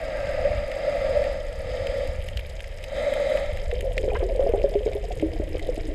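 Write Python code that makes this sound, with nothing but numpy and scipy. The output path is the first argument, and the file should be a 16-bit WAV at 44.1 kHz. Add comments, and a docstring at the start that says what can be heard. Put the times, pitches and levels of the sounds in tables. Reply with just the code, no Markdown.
"""Adrift over a shallow reef

A camera in a waterproof housing drifts just under the surface. Turbulence rumbles against the case,
and four swells wash over it, exciting its resonances into a drone and a hiss. Then air gurgles up
close by in a run of glugs, each bubble ringing as a spring of air loaded by water. All around,
snapping shrimp crackle as the cavities behind their claws collapse."""
import sys
import numpy as np
from scipy import signal
from scipy.fft import rfft, irfft, next_fast_len
from scipy.io import wavfile
from scipy.ndimage import uniform_filter1d

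SR = 44100
rng = np.random.default_rng(int(sys.argv[2]) if len(sys.argv) > 2 else 0)


def generate_wav(sig):
    """Save sig (samples, or channels by samples) to the path in sys.argv[1] as 16-bit PCM at SR."""
    pcm = np.round(np.clip(np.atleast_2d(sig).T, -1, 1) * 32767).astype(np.int16)
    wavfile.write(sys.argv[1], SR, pcm)


N = 261954
TIME = np.arange(N) / SR
CUTOFF_HZ = 15600

# Resonances and dips of the housing. Each row: centre in Hz, width in Hz, height in dB.
HOUSING_RESONANCES = [(561, 403, 21), (538, 560, 3), (1042, 98, -20.5), (1493, 92, -16), (1990, 470, 7.5),
                      (3130, 630, 9.5), (3350, 150, -6.5), (4270, 280, -6.5), (4936, 290, 8.5),
                      (5940, 740, -21), (6330, 580, 8), (7180, 590, -11.5), (7410, 440, 10.5),
                      (8800, 400, -1.5)]
# Spectrum of the shrimp snaps. Each row: frequency in Hz, gain in dB.
SHRIMP_SPECTRUM = [(250, -10), (420, 1.5), (1300, -14.5), (2000, -1.5), (2900, -5), (5000, -8.5),
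                   (8000, -7), (10200, -11), (12000, -9), (13500, -9), (15500, -20)]
# Swells over the case. Each row: start and crest in seconds, rise in dB per second,
# crest levels of drone, hiss and sizzle in dB, drone pitch in Hz.
SWELLS = [(0.23, 0.502, 14, -26, -38.5, -48.5, 582.6), (0.867, 1.215, 33, -23, -38.5, -46.5, 582.3),
          (1.759, 1.984, 39, -27.5, -41.5, -47.5, 553.2), (2.968, 3.327, 144, -23, -37.5, -42.5, 571)]
# Strength of the cloud of small bubbles. Each row: time in seconds, level in dB.
GURGLE_LEVEL = [(3.5, -52), (3.7, -37.5), (4.1, -30), (4.5, -31), (4.85, -35), (5.15, -37.5), (5.94, -38)]
# Large bubbles. Each row: start in seconds, relative level in dB, pitch in Hz,
# 60 dB decay time in seconds, relative level of the knock in dB.
LARGE_BUBBLES = [(3.726, -20.5, 483, 0.11, -52), (3.84, -27, 533, 0.41, -55), (4.035, -34, 368, 0.28, -22),
                 (4.078, -11.5, 496, 0.042, -44), (4.204, -18.5, 538, 0.076, -42),
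                 (4.224, -23.5, 368.5, 0.27, -29), (4.285, -32, 552, 0.23, -44),
                 (4.393, -11, 523, 0.091, -24), (4.415, -17.5, 545, 0.24, -40),
                 (4.464, -16.5, 660, 0.074, -23), (4.491, -12, 457, 0.058, -32),
                 (4.536, -12.5, 476, 0.059, -13.5), (4.574, -21.5, 430, 0.09, -34),
                 (4.640, -14, 550, 0.11, -15), (4.753, -21, 405, 0.23, -16), (4.861, -15, 439, 0.095, -23),
                 (4.875, -22, 500, 0.093, -22.5), (4.951, -26, 409, 0.19, -25.5),
                 (5.106, -24, 717, 0.063, -53), (5.225, -18, 313.5, 0.18, -17),
                 (5.398, -13, 342, 0.02, -25.5), (5.551, -11, 480, 0.011, -31.5),
                 (5.689, -13.5, 494, 0.065, -28), (5.777, -12.5, 356, 0.014, -46),
                 (5.881, -27, 299, 0.13, -42)]


def from_db(db):
    """Decibels as an amplitude ratio."""
    return 10 ** (np.asarray(db) / 20)


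def rms_one(x):
    """Normalisation to unit mean power."""
    return x / np.sqrt(np.mean(x ** 2) + 1e-20)


def steady(x, seconds):
    """Division by the running rms evens out the slow level and leaves the fine grain."""
    return x / np.sqrt(uniform_filter1d(x ** 2, max(int(seconds * SR), 2)) + 1e-12)


def in_time(rows):
    """Linear interpolation of each column of a timed curve at every sample."""
    times, *columns = np.transpose(rows)
    return [np.interp(TIME, times, column) for column in columns]


def add(out, start_s, sound):
    """Superposition of a sound from a given time on."""
    start = max(round(start_s * SR), 0)
    out[start:start + len(sound)] += sound[:N - start]


def band(x, low_hz, high_hz, order):
    """Butterworth band-pass."""
    edges_hz = [low_hz, min(high_hz, CUTOFF_HZ)]
    return signal.sosfilt(signal.butter(order, edges_hz, "band", fs=SR, output="sos"), x)


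def colour(x, spectrum, resonances=(), depth=1):
    """A minimum-phase filter follows a spectrum, with Lorentzian peaks and dips laid on top."""
    size = 2 * next_fast_len(len(x) // 2 + 2048)
    hz = np.maximum(np.arange(size // 2 + 1) * SR / size, 1)
    points_hz, points_db = np.transpose(spectrum)
    db = np.interp(np.log(hz), np.log(points_hz), points_db)
    for centre, width, height in resonances:
        db = db + depth * height / (1 + (2 * (hz - centre) / width) ** 2)
    cepstrum = irfft(np.log(from_db(db)))
    cepstrum[1:size // 2] *= 2   # folded onto positive time, so nothing sounds early
    cepstrum[size // 2 + 1:] = 0
    return irfft(rfft(x, size) * np.exp(rfft(cepstrum)))[:len(x)]


def ring(clicks, hz, t60):
    """A damped resonator answers each impulse with a decaying sine."""
    radius = from_db(-60 / (t60 * SR))
    angle = 2 * np.pi * min(hz, CUTOFF_HZ) / SR
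    return signal.lfilter([0, np.sin(angle)], [1, -2 * radius * np.cos(angle), radius ** 2], clicks + 1e-18)


def grains(per_s, spread_db, low_hz, high_hz, cycles, count, max_spreads=2.8):
    """A Poisson train of uneven impulses, each striking one resonator of a bank."""
    born = rng.random(N) < per_s / SR
    sizes_db = spread_db * np.minimum(rng.exponential(1, N), max_spreads)
    clicks = born * from_db(sizes_db) * rng.choice([-1, 1], N)
    struck = rng.integers(0, count, N)
    pitches_hz = np.geomspace(low_hz, high_hz, count)
    return sum(ring(clicks * (struck == k), hz, cycles / hz) for k, hz in enumerate(pitches_hz))


def throbs(events, hz, rise_s):
    """Tone bursts under a critically damped envelope, one for each start and level."""
    out, t = np.zeros(N), TIME[:SR // 10]
    burst = t / rise_s * np.exp(1 - t / rise_s) * np.sin(2 * np.pi * hz * t)
    for start_s, peak_db in events:
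        add(out, start_s, from_db(peak_db) * burst)
    return out


def wavering_tone(curve, width_hz):
    """Modulation by slow noise spreads a gliding tone into a narrow band."""
    hz, level_db = in_time(curve)
    waver = band(rng.standard_normal(N), 0.26, width_hz, order=2)
    return from_db(level_db) * rms_one(waver * np.sin(2 * np.pi * np.cumsum(hz) / SR))


def scattered_click(echo_db, echo_s):
    """Scattering off reef and surface gives an impulse a tail of a few milliseconds."""
    t = TIME[:SR // 25]
    return (t == 0) + from_db(echo_db) * rng.standard_normal(len(t)) * np.exp(-t / echo_s)


def rumble(gain_db=0.76):
    """Pressure fluctuations of turbulence buffet the case, now and then with a distinct shove."""
    # Strength of the buffeting. Each row: time in seconds, relative level in dB.
    buffeting = [(0, -38), (0.55, -30), (0.8, -41), (1.05, -32.5), (2.35, -33), (2.5, -34.5), (3.33, -37.5),
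                 (3.47, -29.5), (4.55, -26.5), (4.85, -31.5), (5.94, -29.5)]
    # Spectrum of the rumble. Each row: frequency in Hz, relative spectral density in dB.
    rumble_spectrum = [(10, -21), (18, 3), (32, 4), (54, -0.5), (100, -10.5), (140, -22), (200, -22.5),
                       (320, -72)]
    # Soft shoves of water. Each row: start in seconds, peak in dB.
    shoves = [(0.399, -25), (0.503, -22.5), (0.572, -18.5), (1.167, -24.5), (1.659, -22.5), (2.085, -22),
              (2.185, -19), (2.277, -25.5), (2.358, -21.5), (3.526, -18), (3.669, -20), (4.185, -20),
              (5.394, -21)]
    buffet_db, = in_time(buffeting)
    pressure = steady(colour(rng.standard_normal(N), rumble_spectrum), seconds=0.131)
    return from_db(buffet_db + gain_db) * pressure + throbs(shoves, hz=61, rise_s=0.0071)


def crackle(ticks_db=-52.5, far_db=-48.5, nearing_db_per_s=0.5251):
    """Distant shrimp tick, louder as the reef nears; the farthest sum incoherently to a dull hiss."""
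    ticks = grains(per_s=520, spread_db=7.5, low_hz=2230, high_hz=11300, cycles=11, count=60)
    ticks = signal.fftconvolve(ticks, scattered_click(echo_db=-23.5, echo_s=0.0048))[:N]
    far = band(rng.standard_normal(N), 718, 1730, order=1)
    ticks, far = (rms_one(colour(x, SHRIMP_SPECTRUM, HOUSING_RESONANCES, depth=0.44))
                  for x in (ticks, far))
    return from_db(ticks_db + nearing_db_per_s * TIME) * ticks + from_db(far_db) * far


def swell_envelope(crests_db, lull_db, build_db_per_s=0, fall_db_per_s=52.5, linger_s=0.057):
    """Incoherent flows add in power: each swell rises, holds or builds, and falls back to the lull."""
    power = from_db(lull_db) ** 2
    for (start, crest, rise_db_per_s, *_), crest_db in zip(SWELLS, crests_db):
        rise_db = rise_db_per_s * np.maximum(start - TIME, 0)
        build_db = build_db_per_s * np.clip(crest - TIME, 0, crest - start)
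        fall_db = fall_db_per_s * np.maximum(TIME - crest - linger_s, 0)
        power = power + from_db(crest_db - rise_db - build_db - fall_db) ** 2
    return np.sqrt(power)


def wash(rest_hz=568.9, surge_start_s=2.9, ebb_start_s=3.65, ebb_db_per_s=106):
    """Forced vibration: turbulence makes the housing drone and hiss, swell by swell, then ebbs."""
    # Turbulence outside the housing. Each row: frequency in Hz, relative spectral density in dB.
    flow_spectrum = [(60, 8), (160, 3), (300, -2), (400, -9.5), (500, -3), (880, -3.5), (1250, 1),
                     (1900, -2.5), (2600, -3), (5200, -5.5), (7000, -13), (11500, -29), (13500, -35),
                     (15500, -41)]
    # Added colour of the strongest swell. Each row: centre in Hz, width in Hz, height in dB.
    surge_resonances = [(2110, 65, 7.5), (3880, 280, 5.5), (5000, 1200, -8)]
    starts, crests, _, drones_db, hisses_db, sizzles_db, pitches_hz = np.transpose(SWELLS)
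    flow = colour(rng.standard_normal(N), flow_spectrum, HOUSING_RESONANCES)
    flow = np.where(TIME < surge_start_s, flow, colour(flow, [(1, 0)], surge_resonances))

    core = from_db(-2) * band(flow, 515.4, 614.5, order=2)
    hollow = band(flow, 485, 699, order=3) + core
    turns_s = np.column_stack([starts, crests]).ravel()
    pitch_ratio = np.interp(TIME, turns_s, np.repeat(pitches_hz, 2)) / rest_hz
    retuned = np.interp(np.cumsum(pitch_ratio) / SR, TIME, hollow)   # each swell at its own pitch
    drone_gain = swell_envelope(drones_db, lull_db=-45.5, build_db_per_s=11.5,
                                fall_db_per_s=55.5, linger_s=0)
    drone = drone_gain * steady(retuned, seconds=0.076)

    hiss_gain = swell_envelope(hisses_db, lull_db=-57)
    hiss = hiss_gain * rms_one(band(flow, 772, 2820, order=6))
    churn = hiss_gain * from_db(-6.5) * rms_one(band(flow, 111, 358, order=4))
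    sizzle = swell_envelope(sizzles_db, lull_db=-76) * rms_one(band(flow, 2864, CUTOFF_HZ, order=6))
    ebb = from_db(-ebb_db_per_s * np.maximum(TIME - ebb_start_s, 0))
    return (churn + drone + hiss + sizzle) * ebb


def whistle():
    """A narrow resonance, stirred by the first swell, slides down and fades."""
    # Course of the whistle. Each row: time in seconds, pitch in Hz, level in dB.
    glide = [(0.1, 1607, -55), (0.27, 1580, -43), (0.8, 1435, -94)]
    return wavering_tone(glide, width_hz=19)


def hoots():
    """Amplitude fluctuation: the drone flares briefly in short, louder hoots at its pitch."""
    # Brief flares of the drone. Each row: start in seconds, peak in dB.
    flares = [(0.192, -25), (0.45, -15), (0.876, -17), (1.16, -15), (2.006, -23.5), (3.068, -19),
              (3.346, -15)]
    return throbs(flares, hz=575, rise_s=0.0067)


def snaps():
    """Cavitation: the cavity behind a shrimp's claw collapses with a pitched tock and a bright crack."""
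    # Nearby snaps. Each row: start in seconds, peak in dB, pitch in Hz, crack relative to tock in dB.
    near_snaps = [(0.7155, -27, 2100, -20), (1.24, -26, 2630, -19), (1.8695, -24, 2040, -16),
                  (2.0745, -33, 2070, -5), (2.286, -25.5, 3200, -13), (2.372, -22.5, 3600, -16),
                  (2.3925, -26, 1970, -18), (2.605, -24, 2900, -19), (2.6413, -30, 2140, -32),
                  (2.84, -26.5, 3280, -11), (3.1378, -22, 2110, -12), (3.373, -21.5, 2450, -25),
                  (3.572, -26, 2140, -12), (3.7135, -23, 2000, -26), (3.8075, -25.5, 3000, -9.5),
                  (3.9793, -13, 2900, -24), (4.617, -29.5, 2630, -21), (5.119, -30.5, 3750, -25),
                  (5.1976, -28, 3700, -27), (5.594, -27.5, 2140, -18)]
    out = np.zeros(N)
    for start_s, peak_db, hz, crack_db in near_snaps:
        click = scattered_click(echo_db=6, echo_s=0.0027)
        click = colour(click, SHRIMP_SPECTRUM, HOUSING_RESONANCES, depth=0.24)
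        tock = ring(band(click, 1200, 6500, order=2), hz, t60=0.0012)
        crack = band(click, 3700, CUTOFF_HZ, order=2)
        snap = rms_one(tock) + from_db(crack_db) * rms_one(crack)
        add(out, start_s, from_db(peak_db) * snap / np.abs(snap).max())
    return out


def gurgle():
    """Small bubbles oscillate freely in a cloud, loudest near the resonance of the housing."""
    # Colour of the cloud. Each row: frequency in Hz, gain in dB.
    spectrum = [(150, -0.5), (250, 1.5), (350, -3.5), (530, 3.5), (720, 2.0), (1050, -4.5),
                (1600, -32.5), (6000, -77)]
    level_db, = in_time(GURGLE_LEVEL)
    cloud = grains(per_s=100, spread_db=1, low_hz=366.1, high_hz=694, cycles=46.5,
                   count=28, max_spreads=2.2)
    begun = TIME > GURGLE_LEVEL[0][0]
    return from_db(level_db) * steady(colour(cloud, spectrum), seconds=0.12) * begun


def air_pocket():
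    """Air trapped against the case resonates with the gurgle, its hum sinking as the pocket grows."""
    # Course of the hum. Each row: time in seconds, pitch in Hz, level in dB.
    hum = [(3.5, 470, -76), (3.7, 490, -34.5), (4.3, 559.3, -42), (4.45, 407, -43), (5.0, 405.5, -51),
           (5.2, 317.5, -39.5), (5.94, 310, -44)]
    return wavering_tone(hum, width_hz=12.8)


def bubble(hz, t60, glide_per_s):
    """Damped volume oscillation of a bubble, its pitch creeping up as it rises."""
    t = TIME[:SR // 2]
    phase = 2 * np.pi * hz * (t + glide_per_s * t ** 2 / 2)
    return from_db(-60 * t / t60) * np.sin(phase)


def glugs(gain_db=2.5, attack_s=0.0015):
    """Pinch-off sets each large bubble oscillating and knocks the low modes of the case."""
    # Modes of the case. Each row: frequency in Hz, relative level in dB, 60 dB decay time in seconds.
    case_modes = [(314, 12, 0.0038), (406.3, -1.5, 0.093), (561, -2, 0.072)]
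    out, t = np.zeros(N), TIME[:SR // 2]
    attack = 1 - np.exp(-t / attack_s)
    knock = sum(from_db(db) * ring(t == 0, hz, t60) for hz, db, t60 in case_modes)
    for start_s, level_db, hz, t60, knock_db in LARGE_BUBBLES:
        note = from_db(level_db) * bubble(hz, t60, glide_per_s=0.58)
        add(out, start_s, attack * (note + from_db(knock_db) * knock))
    return from_db(gain_db) * band(out, 130, 880, order=4)


def spray(shed_db=-7, shed_s=0.042):
    """Fragmentation: air pockets burst into puffs of tiny bubbles, and every glug sheds a faint puff."""
    # Pockets that break up. Each row: start in seconds, level in dB, length in seconds.
    bursts = [(4.144, -37, 0.033), (4.184, -48.5, 0.055)]
    fizz = grains(per_s=4300, spread_db=-1.5, low_hz=881, high_hz=2900, cycles=32, count=12)
    gurgle_db, = in_time(GURGLE_LEVEL)   # a stronger gurgle makes the glugs shed more
    shed = [(start_s, level_db + gurgle_db[int(start_s * SR)] + shed_db, shed_s)
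            for start_s, level_db, *_ in LARGE_BUBBLES]
    envelope = np.zeros(N)
    for start_s, level_db, length_s in bursts + shed:
        progress = np.minimum(TIME[:SR // 10] / length_s, 1)
        add(envelope, start_s, from_db(level_db) * np.sqrt(np.sin(np.pi * progress)))
    return envelope * steady(fizz, seconds=0.032)


def plips(attack_s=0.0011):
    """Resonant pitch varies inversely with radius: tiny bubbles break off with short, high notes."""
    # Tiny bubbles. Each row: start in seconds, level in dB, pitch in Hz.
    tiny_bubbles = [(4.102, -31, 2375), (4.116, -22, 757), (4.152, -22.5, 970), (4.153, -26, 2000),
                    (4.161, -25, 1555), (4.542, -21, 755)]
    out, t = np.zeros(N), TIME[:SR // 2]
    attack = 1 - np.exp(-t / attack_s)
    for start_s, level_db, hz in tiny_bubbles:
        add(out, start_s, from_db(level_db) * attack * bubble(hz, t60=0.048, glide_per_s=5))
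    return out


def scene():
    """Water, air and shrimp superpose at one microphone inside the case."""
    water = rumble() + wash() + whistle() + hoots()
    air = gurgle() + air_pocket() + glugs() + spray() + plips()
    return (water + air + snaps() + crackle())[None]


def record(dry, soften_hz=13400):
    """Transmission loss through the case softens the highest treble; a steep low-pass cuts the top."""
    soft = band(dry, 4.1, soften_hz, order=6)
    return signal.sosfilt(signal.ellip(10, .1, 90, CUTOFF_HZ, fs=SR, output="sos"), soft)


dry = scene()
out = record(dry)
generate_wav(out)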